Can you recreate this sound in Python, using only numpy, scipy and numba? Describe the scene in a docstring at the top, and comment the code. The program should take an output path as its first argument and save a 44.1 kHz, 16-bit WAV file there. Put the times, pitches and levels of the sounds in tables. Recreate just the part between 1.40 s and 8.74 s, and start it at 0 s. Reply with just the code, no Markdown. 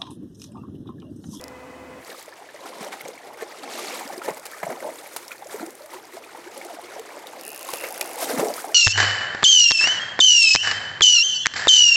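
"""A hooked fish thrashes at the surface of a calm river, closer and closer to the angler.
Its tail slaps are bursts of noise; the trapped air gulps and bubbles as fading tones that rise or glide.
Spray is a cloud of tiny bubbles, and its drops patter back as ticks with small rings.
The fly reel ticks; later its ratchet buzzes over a narrow band of noise as the fish takes line.
A boat motor hums for the first moment, made of steady tones and noise, over a low river murmur."""
import sys
import numpy as np
from scipy import signal
from scipy.fft import rfft, irfft, next_fast_len
from scipy.io import wavfile
from numba import njit

SR = 44100
rng = np.random.default_rng(int(sys.argv[2]) if len(sys.argv) > 2 else 0)


def output_pcm(signal):
    """Save a mono or channel-first signal as 16-bit PCM at the path in sys.argv[1].

    Samples are clipped to [-1, 1] before scaling.
    """
    pcm = np.clip(np.atleast_2d(signal).T, -1, 1) * 32767
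    wavfile.write(sys.argv[1], SR, np.round(pcm).astype(np.int16))


N = 323898
T = np.arange(N) / SR   # time of every sample, in seconds

# All levels are relative: the functions may add a gain on top.
# Tone colour of bubbling water: pitch_hz, level_db (per Hz)
WATER_SPECTRUM = [(120, -37), (170, -18.5), (260, -8.5), (450, -3), (600, -2), (850, -3), (1200, -9.5),
                  (1550, -14), (2150, -11.5), (2900, -20), (5500, -21.5), (9000, -22.5), (12500, -25),
                  (16000, -36)]
# Large single bubbles: start_s, level_db, pitch_hz
GULPS = [(0.693, -29.5, 515), (0.718, -35, 1750), (0.879, -34, 594), (0.925, -35.5, 1750),
         (1.02, -30.5, 820), (1.089, -34.5, 1750), (1.143, -32, 590), (1.465, -30, 570), (1.535, -27, 750),
         (1.654, -30, 523), (1.608, -27.5, 2190), (1.686, -30.5, 440), (1.777, -33.5, 2230),
         (2.022, -20.5, 451), (2.236, -29, 800), (2.395, -27, 440), (2.609, -26, 960), (2.702, -27, 770),
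         (2.776, -25, 363), (2.817, -24, 1370), (2.884, -18, 426), (3.266, -18.5, 670), (3.424, -23, 567),
         (3.448, -22.5, 610), (3.468, -26, 650), (3.488, -22, 641), (4.022, -25, 805), (4.142, -21.5, 428),
         (4.227, -22, 324), (4.406, -32, 580), (4.769, -28.5, 663), (4.948, -28.5, 880), (5.214, -29, 2240),
         (5.386, -27, 684), (5.562, -28.5, 575), (5.768, -28.5, 590), (6.289, -21.5, 1073),
         (6.435, -25.5, 510), (6.44, -22.5, 2210), (6.614, -19.5, 2490), (6.826, -18.5, 646),
         (6.905, -16.5, 482), (6.933, -16, 275), (6.994, -14.5, 574), (7.027, -11, 434),
         (7.055, -14.5, 452), (7.102, -19.5, 592), (7.243, -22, 750)]
# Slaps and flicks of the tail: start_s, level_db, spray_against_body_db, fade_by_60_db_s
TAIL_SLAPS = [(1.022, -37, -20, 0.019), (1.427, -19.5, -15, .02), (1.609, -24, 2, .02),
              (1.971, -29, -11, 0.064), (2.818, -23, -19, 0.019), (2.880, -16.5, -16, 0.11),
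              (2.97, -23, -3, 0.058), (3.053, -21.5, 7, 0.062), (3.229, -14, -15, 0.067),
              (3.299, -20, -11, 0.089), (3.7623, -13, 4.5, .03), (5.213, -28.5, -7, 0.046),
              (6.333, -14, -10, 0.042), (6.437, -20.5, -6, 0.045), (6.61, -14, 5, 0.019),
              (6.976, -16, -22, 0.056), (7.102, -24, -16, 0.02)]
# Deep air pockets closing behind the tail: start_s, level_db, pitch_hz
AIR_POCKETS = [(1.404, -32.5, 203), (1.63, -40, 130), (2.650, -33, 264), (2.902, -32.5, 184),
               (3.233, -30.5, 178), (3.274, -33.5, 141), (4.203, -37.5, 219), (6.934, -40, 245),
               (6.978, -21.5, 184)]
# Largest drops landing: start_s, level_db, pitch_hz
LARGE_DROPS = [(0.648, -35, 4660), (0.827, -31, 13900), (1.4471, -29, 5700), (1.6836, -27, 6600),
               (2.5964, -26, 8300), (2.677, -27, 4930), (2.779, -28, 4900), (3.1148, -29, 12100),
               (3.8806, -25.5, 5500), (4.0701, -29, 7100), (4.264, -26, 8840), (4.306, -28.5, 6660),
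               (4.3525, -30.5, 8700), (4.4597, -32.5, 9300), (5.1772, -25.5, 10100), (5.249, -27, 10900),
               (5.5957, -26, 7700), (5.87, -27, 3790), (7.0846, -22, 5700), (7.1392, -20.5, 5100)]
# Drawn-out glugs of air: start_s, level_db, length_s, first_pitch_hz, last_pitch_hz
GLUGS = [(4.051, -31, 0.031, 405, 920), (4.266, -32, 0.038, 294, 486), (4.423, -37, 0.054, 550, 730),
         (4.52, -37.5, 0.074, 420, 310), (4.729, -34, 0.04, 330, 416), (4.813, -43, .04, 520, 860),
         (4.975, -36, 0.033, 375, 284), (5.051, -32.5, 0.045, 276, 457), (5.155, -32, .04, 520, 620),
         (5.29, -33.5, .035, 710, 660), (5.242, -35, 0.037, 328, 390), (5.323, -35, 0.042, 375, 285),
         (5.425, -36.5, .045, 312, 413), (5.579, -31, 0.052, 408, 500)]
# Surges of water as the fish beats and rolls:
# crest_s, length_s, gurgle_db, splash_db, spray_db, deep_bubbles_db
SURGES = [(0.709, 0.048, -43, -44.5, -44.5, -54), (0.8, 0.064, -67, -68, -47, -76),
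          (1.273, 0.078, -38.5, -46, -45.5, -53), (1.443, 0.11, -38, -43, -44.5, -49),
          (1.538, 0.034, -41, -37, -41, -63), (1.679, .045, -38, -47, -47, -48.5),
          (1.888, 0.052, -39, -62, -55, -55), (2.024, 0.032, -37.5, -41, -44, -56),
          (2.273, 0.067, -39.5, -44.5, -53, -50), (2.394, 0.096, -36.5, -38.5, -38, -49.5),
          (2.52, 0.1, -37.5, -37.5, -36.5, -48.5), (2.604, .025, -40, -40, -46, -51),
          (2.736, 0.019, -38, -40, -41, -43.5), (2.854, 0.018, -35.5, -40, -38, -44),
          (2.89, .022, -28.5, -32.5, -40, -40), (3.073, 0.03, -57, -41, -48, -68),
          (3.178, 0.14, -49, -44, -47, -66), (3.315, 0.034, -30, -41, -46, -43.5),
          (3.465, 0.053, -34, -46.5, -44, -49), (3.655, 0.17, -48, -47.5, -46.5, -61),
          (3.794, 0.071, -50, -50, -47, -65), (3.921, 0.013, -49, -35, -43.5, -62),
          (4.139, 0.046, -39, -42, -43, -53), (4.221, 0.046, -36.5, -39.5, -46.5, -45),
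          (4.544, 0.035, -38, -45, -44, -70), (4.768, 0.051, -46, -45, -45.5, -58),
          (4.98, .03, -41, -50, -57, -60), (5.176, 0.054, -44.5, -52, -47.5, -57),
          (5.31, 0.11, -43, -48.5, -48, -60), (5.567, 0.13, -42, -45, -49, -70),
          (5.76, .07, -42.5, -50, -51.5, -66), (5.988, 0.14, -42.5, -56, -51.5, -57.5),
          (6.337, 0.12, -39.5, -42, -39, -68), (6.448, 0.054, -38, -38, -49, -65),
          (6.622, 0.016, -32.5, -49, -54, -62), (6.836, 0.048, -31.5, -40.5, -32.5, -60),
          (6.914, .04, -26.5, -34, -34.5, -45), (7.003, 0.044, -24.5, -32, -34, -31.5),
          (7.091, 0.026, -27, -54, -43, -42), (7.172, 0.047, -38, -37, -38.5, -51),
          (7.288, 0.032, -33.5, -43, -49.5, -61)]
# Lapping and trickling between the surges: time_s, level_db
LAPPING = [(0.6, -48), (1.1, -47.5), (1.9, -49), (2.2, -43.5), (2.6, -41.5), (3.0, -46), (4.35, -49.5),
           (5.0, -45.5), (6.1, -45), (6.5, -40.5), (6.75, -37.5), (7.3, -43.5)]
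# Treble lift of the spray: time_s, lift_db
SPRAY_TREBLE = [(0.8, -0.5), (1.1, -4), (2.0, -2), (2.35, -6.5), (2.7, 0), (4.3, 2.5), (4.8, -1.5),
                (5.7, -2.5), (6.3, 0.5), (7.3, 3.5)]
# Ringing tones of the reel: pitch_hz, level_db, fade_by_60_db_s
REEL_MODES = [(4100, -27, 0.0034), (5100, -6.5, 0.0039), (6600, -2, 0.0016), (8900, -8.5, 0.0036),
              (9970, -3.5, 0.0063), (10860, -8.5, 0.0056), (12600, -8, 0.0096), (13900, -15, .01),
              (15100, -26, .005)]
# Single ticks of the slowly turned reel: start_s, level_db
REEL_TICKS = [(0.0124, -27.5), (0.0404, -25), (0.0817, -26)]
# Speed of the reel as the fish takes line: time_s, teeth_per_s
REEL_RUN = [(6.0114, 29), (6.045, 64), (6.085, 82), (6.14, 67), (6.19, 61), (6.27, 45), (6.305, 72),
            (6.42, 78), (6.48, 52), (6.66, 64), (6.81, 23)]
# Narrow band of noise under the ratchet: time_s, level_db
RATCHET_NOISE = [(6.0, -71), (6.04, -46), (6.2, -49.5), (6.32, -50), (6.44, -40), (6.5, -57), (6.7, -50),
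                 (6.81, -73)]
# Steady tones of the motor: pitch_hz, level_db
MOTOR_TONES = [(75.4, -57), (156.1, -78), (253.0, -54.5), (269.2, -51.5), (312.2, -62), (349.9, -76),
               (506.0, -46.5), (672.9, -61), (721.4, -73), (974.4, -63), (1050, -66), (1195, -74),
               (1523, -64), (2024, -60), (2568, -66), (2945, -76)]
# Tone colour of the motor's exhaust: pitch_hz, level_db (per Hz)
EXHAUST_SPECTRUM = [(35, -46), (60, -18), (262, -12.5), (437, -12), (600, -12), (1010, -15), (1780, -23),
                    (2300, -27), (3270, -33), (8000, -36.5), (16000, -47.5)]
# Rough gear whine of the motor: pitch_hz, width_hz, level_db
GEAR_WHINE = [(1013, 76, -56), (2000, 90, -57), (2514, 75, -61), (3010, 82, -67)]
# Loudness of the whole motor: time_s, level_db
MOTOR_LEVEL = [(0, -0.5), (0.33, -0.5), (0.605, 0), (0.64, -23), (0.72, -68)]

# how slowly a surge dies away, in lengths of the surge
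GURGLE_FADE, SPLASH_FADE, SPRAY_FADE, DEEP_FADE = 1.28, 1.04, 1.14, 1.25
LAP_SPLASH_DB, LAP_SPRAY_DB, LAP_DEEP_DB = -3, -4.5, -19.5   # against the lapping's gurgle
# small drops thrown by a surge: longest flight, level against its spray, pitch range
FLIGHT_S, THROWN_DB, THROWN_SPREAD_DB, THROWN_LOW_HZ, THROWN_HIGH_HZ = .22, 8, 3, 4100, 9040
TOOTH_DB, TOOTH_SPREAD_DB, TOOTH_JITTER_S = -24, 0.8, 0.00033
BOUNCE_S, BOUNCE_DB = .007, -14   # delay and level of the pawl's bounce, against the tooth


def from_db(db):
    """Turn decibels into a gain."""
    return 10 ** (np.asarray(db) / 20)


def rms_one(x):
    """Scale a sound to an average strength (rms) of 1."""
    return x / np.sqrt(np.mean(x ** 2) + 1e-20)


def in_time(rows):
    """Read each column of a time curve at every sample."""
    s, *columns = np.transpose(rows)
    return [np.interp(T, s, column) for column in columns]


def at_hz(points, hz):
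    """Read a spectrum at any pitch, with pitch on a log scale."""
    f, db = np.transpose(points)
    return np.interp(np.log(np.maximum(hz, 1)), np.log(f), db)


def band(x, low_hz, high_hz, order=2):
    """Keep only the part of a sound between two pitches."""
    edges = [low_hz, min(high_hz, .45 * SR)]
    return signal.sosfilt(signal.butter(order, edges, "band", fs=SR, output="sos"), x + 1e-18)


def noise(spectrum):
    """Make noise with the given spectrum, rms 1."""
    size = next_fast_len(N)
    white = rfft(rng.standard_normal(size))
    hz = np.arange(len(white)) * SR / size
    return rms_one(irfft(white * from_db(at_hz(spectrum, hz)), size)[:N])


def drift(hz):
    """Wander by chance, no faster than about hz, rms 1."""
    smooth = signal.butter(2, hz, fs=SR, output="sos")
    return rms_one(signal.sosfilt(smooth, rng.standard_normal(N)))


def add(out, s, sound):
    """Mix a short sound in at time s."""
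    i = max(int(s * SR), 0)
    out[i:i + len(sound)] += sound[:max(N - i, 0)]


@njit
def bubbles(born, size, hz, t60, rise, swell):
    """Each bubble swells for some cycles, dies away and rises in pitch as it nears the surface."""
    out = np.zeros(N)
    for k in range(len(born)):
        start = max(int(born[k] * SR), 0)
        for i in range(min(int(t60[k] * SR), N - start)):
            age = i / SR / t60[k]   # 0 at birth, 1 when 60 dB down
            turns = i / SR * hz[k]
            height = size[k] * np.exp(-np.log(1000) * age) * (1 - np.exp(-turns / swell))
            out[start + i] += height * np.sin(2 * np.pi * turns * (1 + rise[k] * (age / 2 - .15)))
    return out


def river(level_db):
    """The river murmurs as steady noise shaped by a fixed spectrum."""
    murmur = [(25, -31), (50, -15), (78, -9), (120, -4.0), (400, -11), (2000, -3), (16000, -51)]
    return from_db(level_db) * noise(murmur)


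def motor(tone_db, noise_db, waver, waver_hz):
    """Engine tones waver together, with a rough gear whine over exhaust noise."""
    turn = 2 * np.pi * np.cumsum(1 + waver * drift(waver_hz)) / SR
    sound = from_db(noise_db) * band(noise(EXHAUST_SPECTRUM), 65, SR, order=4)
    for hz, db in MOTOR_TONES:
        sound += np.sqrt(2) * from_db(db + tone_db) * np.sin(hz * turn + 2 * np.pi * rng.random())
    for hz, width, db in GEAR_WHINE:
        whine = band(rng.standard_normal(N), hz - width / 2, hz + width / 2)
        sound += from_db(db) * rms_one(whine)
    return sound * from_db(in_time(MOTOR_LEVEL)[0])


def teeth():
    """List start_s, level_db: the pawl drops and bounces once for each tooth that passes in the run."""
    running = (T >= REEL_RUN[0][0]) * (T < REEL_RUN[-1][0])
    passed = np.cumsum(in_time(REEL_RUN)[0] * running) / SR
    s = T[1:][np.diff(np.ceil(passed)) > 0]
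    late, hard = rng.standard_normal((len(s), 2)).T
    falls = np.transpose([s + TOOTH_JITTER_S * late, TOOTH_DB + TOOTH_SPREAD_DB * hard])
    return np.vstack([falls, falls + [BOUNCE_S, BOUNCE_DB]])


def reel(click_db, scatter_db, slow_tilt_db, detune):
    """Each tooth kicks the pawl, which rings a little differently every time."""
    s, db = np.vstack([REEL_TICKS, teeth()]).T
    out, age = np.zeros(N), np.arange(SR // 50) / SR
    hz, mode_db, t60 = np.transpose(REEL_MODES)[:, :, None]
    sway = 0.025 * drift(7)   # the ring wanders slowly in pitch
    chance = rng.standard_normal((len(s), 2, len(REEL_MODES), 1))
    for at, level_db, (strength, shift) in zip(s, db, chance):
        # a slowly turned reel ticks duller
        soft = slow_tilt_db * np.log2(hz / 8000) * (at < RATCHET_NOISE[0][0])
        height = from_db(level_db + click_db + mode_db + soft + scatter_db * strength)
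        pitch = hz * (1 + detune * shift + sway[int(at * SR)])
        rings = np.exp(-np.log(1000) * age / t60) * np.sin(2 * np.pi * pitch * age)
        add(out, at, np.sum(height * rings, axis=0))
    return band(out, 4700, SR)


def ratchet_noise(low_hz, high_hz):
    """A narrow band of noise near 2.7 kHz lies under the ratchet, following its own level curve."""
    sounding = (T > RATCHET_NOISE[0][0]) * (T < RATCHET_NOISE[-1][0])
    narrow = rms_one(band(rng.standard_normal(N), low_hz, high_hz, order=3))
    return narrow * from_db(in_time(RATCHET_NOISE)[0]) * sounding


def thrown_drops(count=2):
    """List start_s, level_db, pitch_hz of the small drops that fall back after each surge."""
    crest, _, _, _, spray_db, _ = np.repeat(SURGES, count, axis=0).T
    flight, size, pitch = rng.random((len(crest), 3)).T
    level_db = spray_db + THROWN_DB + THROWN_SPREAD_DB * (2 * size - 1)
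    hz = THROWN_LOW_HZ * (THROWN_HIGH_HZ / THROWN_LOW_HZ) ** pitch
    return np.transpose([crest + FLIGHT_S * flight, level_db, hz])


def drops(ping_db, tick_db, cycles, tick_s):
    """A drop lands with a sharp tick and leaves a tiny ringing bubble."""
    s, db, hz = np.vstack([LARGE_DROPS, thrown_drops()]).T
    ticks, age = np.zeros(N), np.arange(SR // 100) / SR
    for at, level_db in zip(s, db):
        tick = rng.standard_normal(len(age)) * np.exp(-age / tick_s)
        add(ticks, at, from_db(level_db + tick_db) * tick)
    pings = bubbles(s, from_db(db + ping_db), hz, cycles / hz, np.full(len(s), .1), 0.63)
    return band(ticks, 3800, 12700, order=1) + pings


def pockets(gain_db, t60, rise):
    """A collapsing air pocket gives a short low thump."""
    s, db, hz = np.transpose(AIR_POCKETS)
    each = np.ones(len(s))
    thumps = bubbles(s, from_db(db + gain_db), hz, t60 * each, rise * each, 0.72)
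    return band(thumps, 130, 790, order=5)


def glugs(gain_db, wobble):
    """An air hollow changes size as it rings, so its pitch glides while it swells and fades."""
    out = np.zeros(N)
    for s, db, length, first_hz, last_hz in GLUGS:
        along = np.linspace(0, 1, max(int(length * SR), 100))
        unsteady = 1 + wobble * np.interp(along, np.linspace(0, 1, 8), rng.standard_normal(8))
        hz = first_hz * (last_hz / first_hz) ** along * unsteady
        tone = np.sin(2 * np.pi * np.cumsum(hz) / SR)
        add(out, s, from_db(db + gain_db) * np.sin(np.pi * along) ** 2 * tone)
    return out


def gulps(gain_db, ring_s, rise, swell, train_db, train_s, count=5):
    """A large bubble rings and sheds a short train of smaller ones."""
    s, db, hz = np.transpose(GULPS)
    t60 = ring_s * np.sqrt(500 / hz)   # ring_s holds at 500 Hz; higher bubbles ring shorter
    rising = np.full(len(s), rise)
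    out = bubbles(s, from_db(db + gain_db), hz, t60, rising, swell)
    for k in range(count):
        late, pitch = rng.random((len(s), 2)).T
        ratio = 2 ** (1.7 * (k + pitch) / count - .3)   # pitch against the large bubble
        size = from_db(db + train_db) / np.sqrt(ratio)
        out += bubbles(s + train_s * late, size, hz * ratio, 0.71 * t60 / ratio, rising, 0.1)
    return band(out, 236, 8500, order=3)


def stirred(levels_db, fade, lap_db):
    """Level in dB of one bubble size: surges swell to a crest and die away, over the lapping."""
    power = from_db(in_time(LAPPING)[0] + lap_db) ** 2
    for (crest, length, *_), db in zip(SURGES, levels_db):
        first, last = crest - 3 * length, crest + 6 * fade * length
        near = slice(max(int(first * SR), 0), int(last * SR))
        age = (T[near] - crest) / length
        shape = np.exp(-np.where(age < 0, age ** 2, age / fade))
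        power[near] += (from_db(db) * shape) ** 2
    return 10 * np.log10(power)


def cloud(level_db, low_hz, high_hz, per_s, cycles, spread_db, rise, wash_db):
    """Many bubbles of one size range, over the wash of those too small to hear singly."""
    count = int(per_s * N / SR)
    when, pitch, life, big, sign, glide = rng.random((count, 6)).T
    born = (np.arange(count) + 2 * when) / per_s
    hz = low_hz * (high_hz / low_hz) ** pitch
    t60 = cycles / hz * 2 ** (2 * life - 1)
    # small bubbles are brief and spread over more hertz, so they need more height for the same density
    size_db = at_hz(WATER_SPECTRUM, hz) + spread_db * np.minimum(-np.log(big), 4.5)
    size = from_db(size_db) * hz * np.sign(sign - .5)
    # bring the whole cloud to about rms 1 before its level is applied
    size /= np.sqrt(np.sum(size ** 2 * t60) / (4 * np.log(1000)) * SR / N)
    # the harder the water is stirred, the more the single bubbles merge into a wash
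    wash_share = from_db(wash_db + 0.14 * (level_db - np.median(level_db)))
    single = from_db(level_db) / np.hypot(1, wash_share)
    height = size * np.interp(born + t60 / 10, T, single)
    grains = bubbles(born, height, hz, t60, 2 * rise * glide, 0.47)
    wash = rms_one(band(noise(WATER_SPECTRUM), low_hz, high_hz, order=4)) * single * wash_share
    return band(grains, 0.72 * low_hz, SR, order=3) + wash


def churn():
    """Gurgling big bubbles, splashing middle ones and fizzing spray; deep strokes trap larger air."""
    _, _, gurgles, splashes, sprays, deeps = np.transpose(SURGES)
    gurgle_db = stirred(gurgles, GURGLE_FADE, 0) + 0.5
    deep_db = stirred(deeps, DEEP_FADE, LAP_DEEP_DB)
    clumps_db = 1.84 * drift(26)   # thrown water falls back in clumps
    splash_db = stirred(splashes, SPLASH_FADE, LAP_SPLASH_DB) - 1 + clumps_db
    spray_db = stirred(sprays, SPRAY_FADE, LAP_SPRAY_DB) - .5 + clumps_db
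    deep = cloud(deep_db, 168, 299, per_s=86, cycles=10, spread_db=1.0, rise=0.093, wash_db=-2.5)
    gurgle = cloud(gurgle_db, 289.6, 1090, per_s=300, cycles=22.0, spread_db=1.58, rise=0.15, wash_db=-9.5)
    splash = cloud(splash_db, 1160, 2450, per_s=600, cycles=22.6, spread_db=4.5, rise=0.11, wash_db=-4)
    spray = cloud(spray_db, 2600, 17000, per_s=3200, cycles=23.0, spread_db=4.0, rise=.1, wash_db=-3)
    # tilt the spray: a lift raises its treble and lowers the rest
    coarse = signal.sosfilt(signal.butter(1, 6500, fs=SR, output="sos"), spray)
    lift = from_db(in_time(SPRAY_TREBLE)[0])
    spray = coarse / lift + (spray - coarse) * lift ** 1.95
    return (deep + gurgle + splash + spray) * np.interp(T, [.58, .63], [0, 1])


def slaps(gain_db, attack_s, grit_db):
    """The tail hits the surface: a hollow burst with a crackle of spray."""
    body = rms_one(band(noise(WATER_SPECTRUM), 380, 2600, order=3))
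    crackle = rng.standard_normal(N) * from_db(grit_db * rng.standard_normal(N))
    spray = rms_one(band(crackle, 1700, 15000, order=1))
    out, age = np.zeros(N), np.arange(SR // 6) / SR
    for s, db, spray_db, t60 in TAIL_SLAPS:
        shape = (1 - np.exp(-age / attack_s)) * from_db(-60 * age / t60)
        i, wet = int(s * SR), from_db(spray_db)
        burst = (body[i:i + len(age)] + wet * spray[i:i + len(age)]) / np.hypot(1, wet)
        add(out, s, from_db(db + gain_db) * shape / shape.max() * burst)
    return out


def open_air(x, wet_db, t60):
    """Add a faint dull scatter off the boat and the rippled river: a short tail of fading noise."""
    age = np.arange(SR // 2) / SR
    tail = band(rng.standard_normal(len(age)), 210, 5200, order=1)
    tail *= from_db(-60 * age / t60) * (age > .004)
    return x + from_db(wet_db) * signal.fftconvolve(x, tail / np.linalg.norm(tail))[:N]


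def scene():
    """Put the fish, the reel and the motor over the low murmur of the river."""
    gear = motor(tone_db=-0.5, noise_db=-43.5, waver=0.0021, waver_hz=11)
    gear += reel(click_db=-2.5, scatter_db=3.5, slow_tilt_db=-13.5, detune=0.02)
    gear += ratchet_noise(low_hz=2490, high_hz=2880)
    fish = drops(ping_db=1.0, tick_db=-5.5, cycles=36, tick_s=0.0028)
    fish += pockets(gain_db=6, t60=0.049, rise=0.23)
    fish += glugs(gain_db=-2.5, wobble=0.034)
    fish += gulps(gain_db=2.0, ring_s=0.048, rise=0.18, swell=0.58, train_db=-10, train_s=.012)
    fish += churn()
    fish += slaps(gain_db=-10.5, attack_s=0.0017, grit_db=10.0)
    return (river(level_db=-58.0) + gear + open_air(fish, wet_db=-22.0, t60=0.24))[None]


def record(dry):
    """The recorder cuts the deep bass below 60 Hz and the top above 16 kHz."""
    thin = signal.sosfilt(signal.butter(2, 60, "high", fs=SR, output="sos"), dry)
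    return signal.sosfilt(signal.ellip(10, .2, 80, 16000, fs=SR, output="sos"), thin)


dry = scene()
out = record(dry)
output_pcm(out)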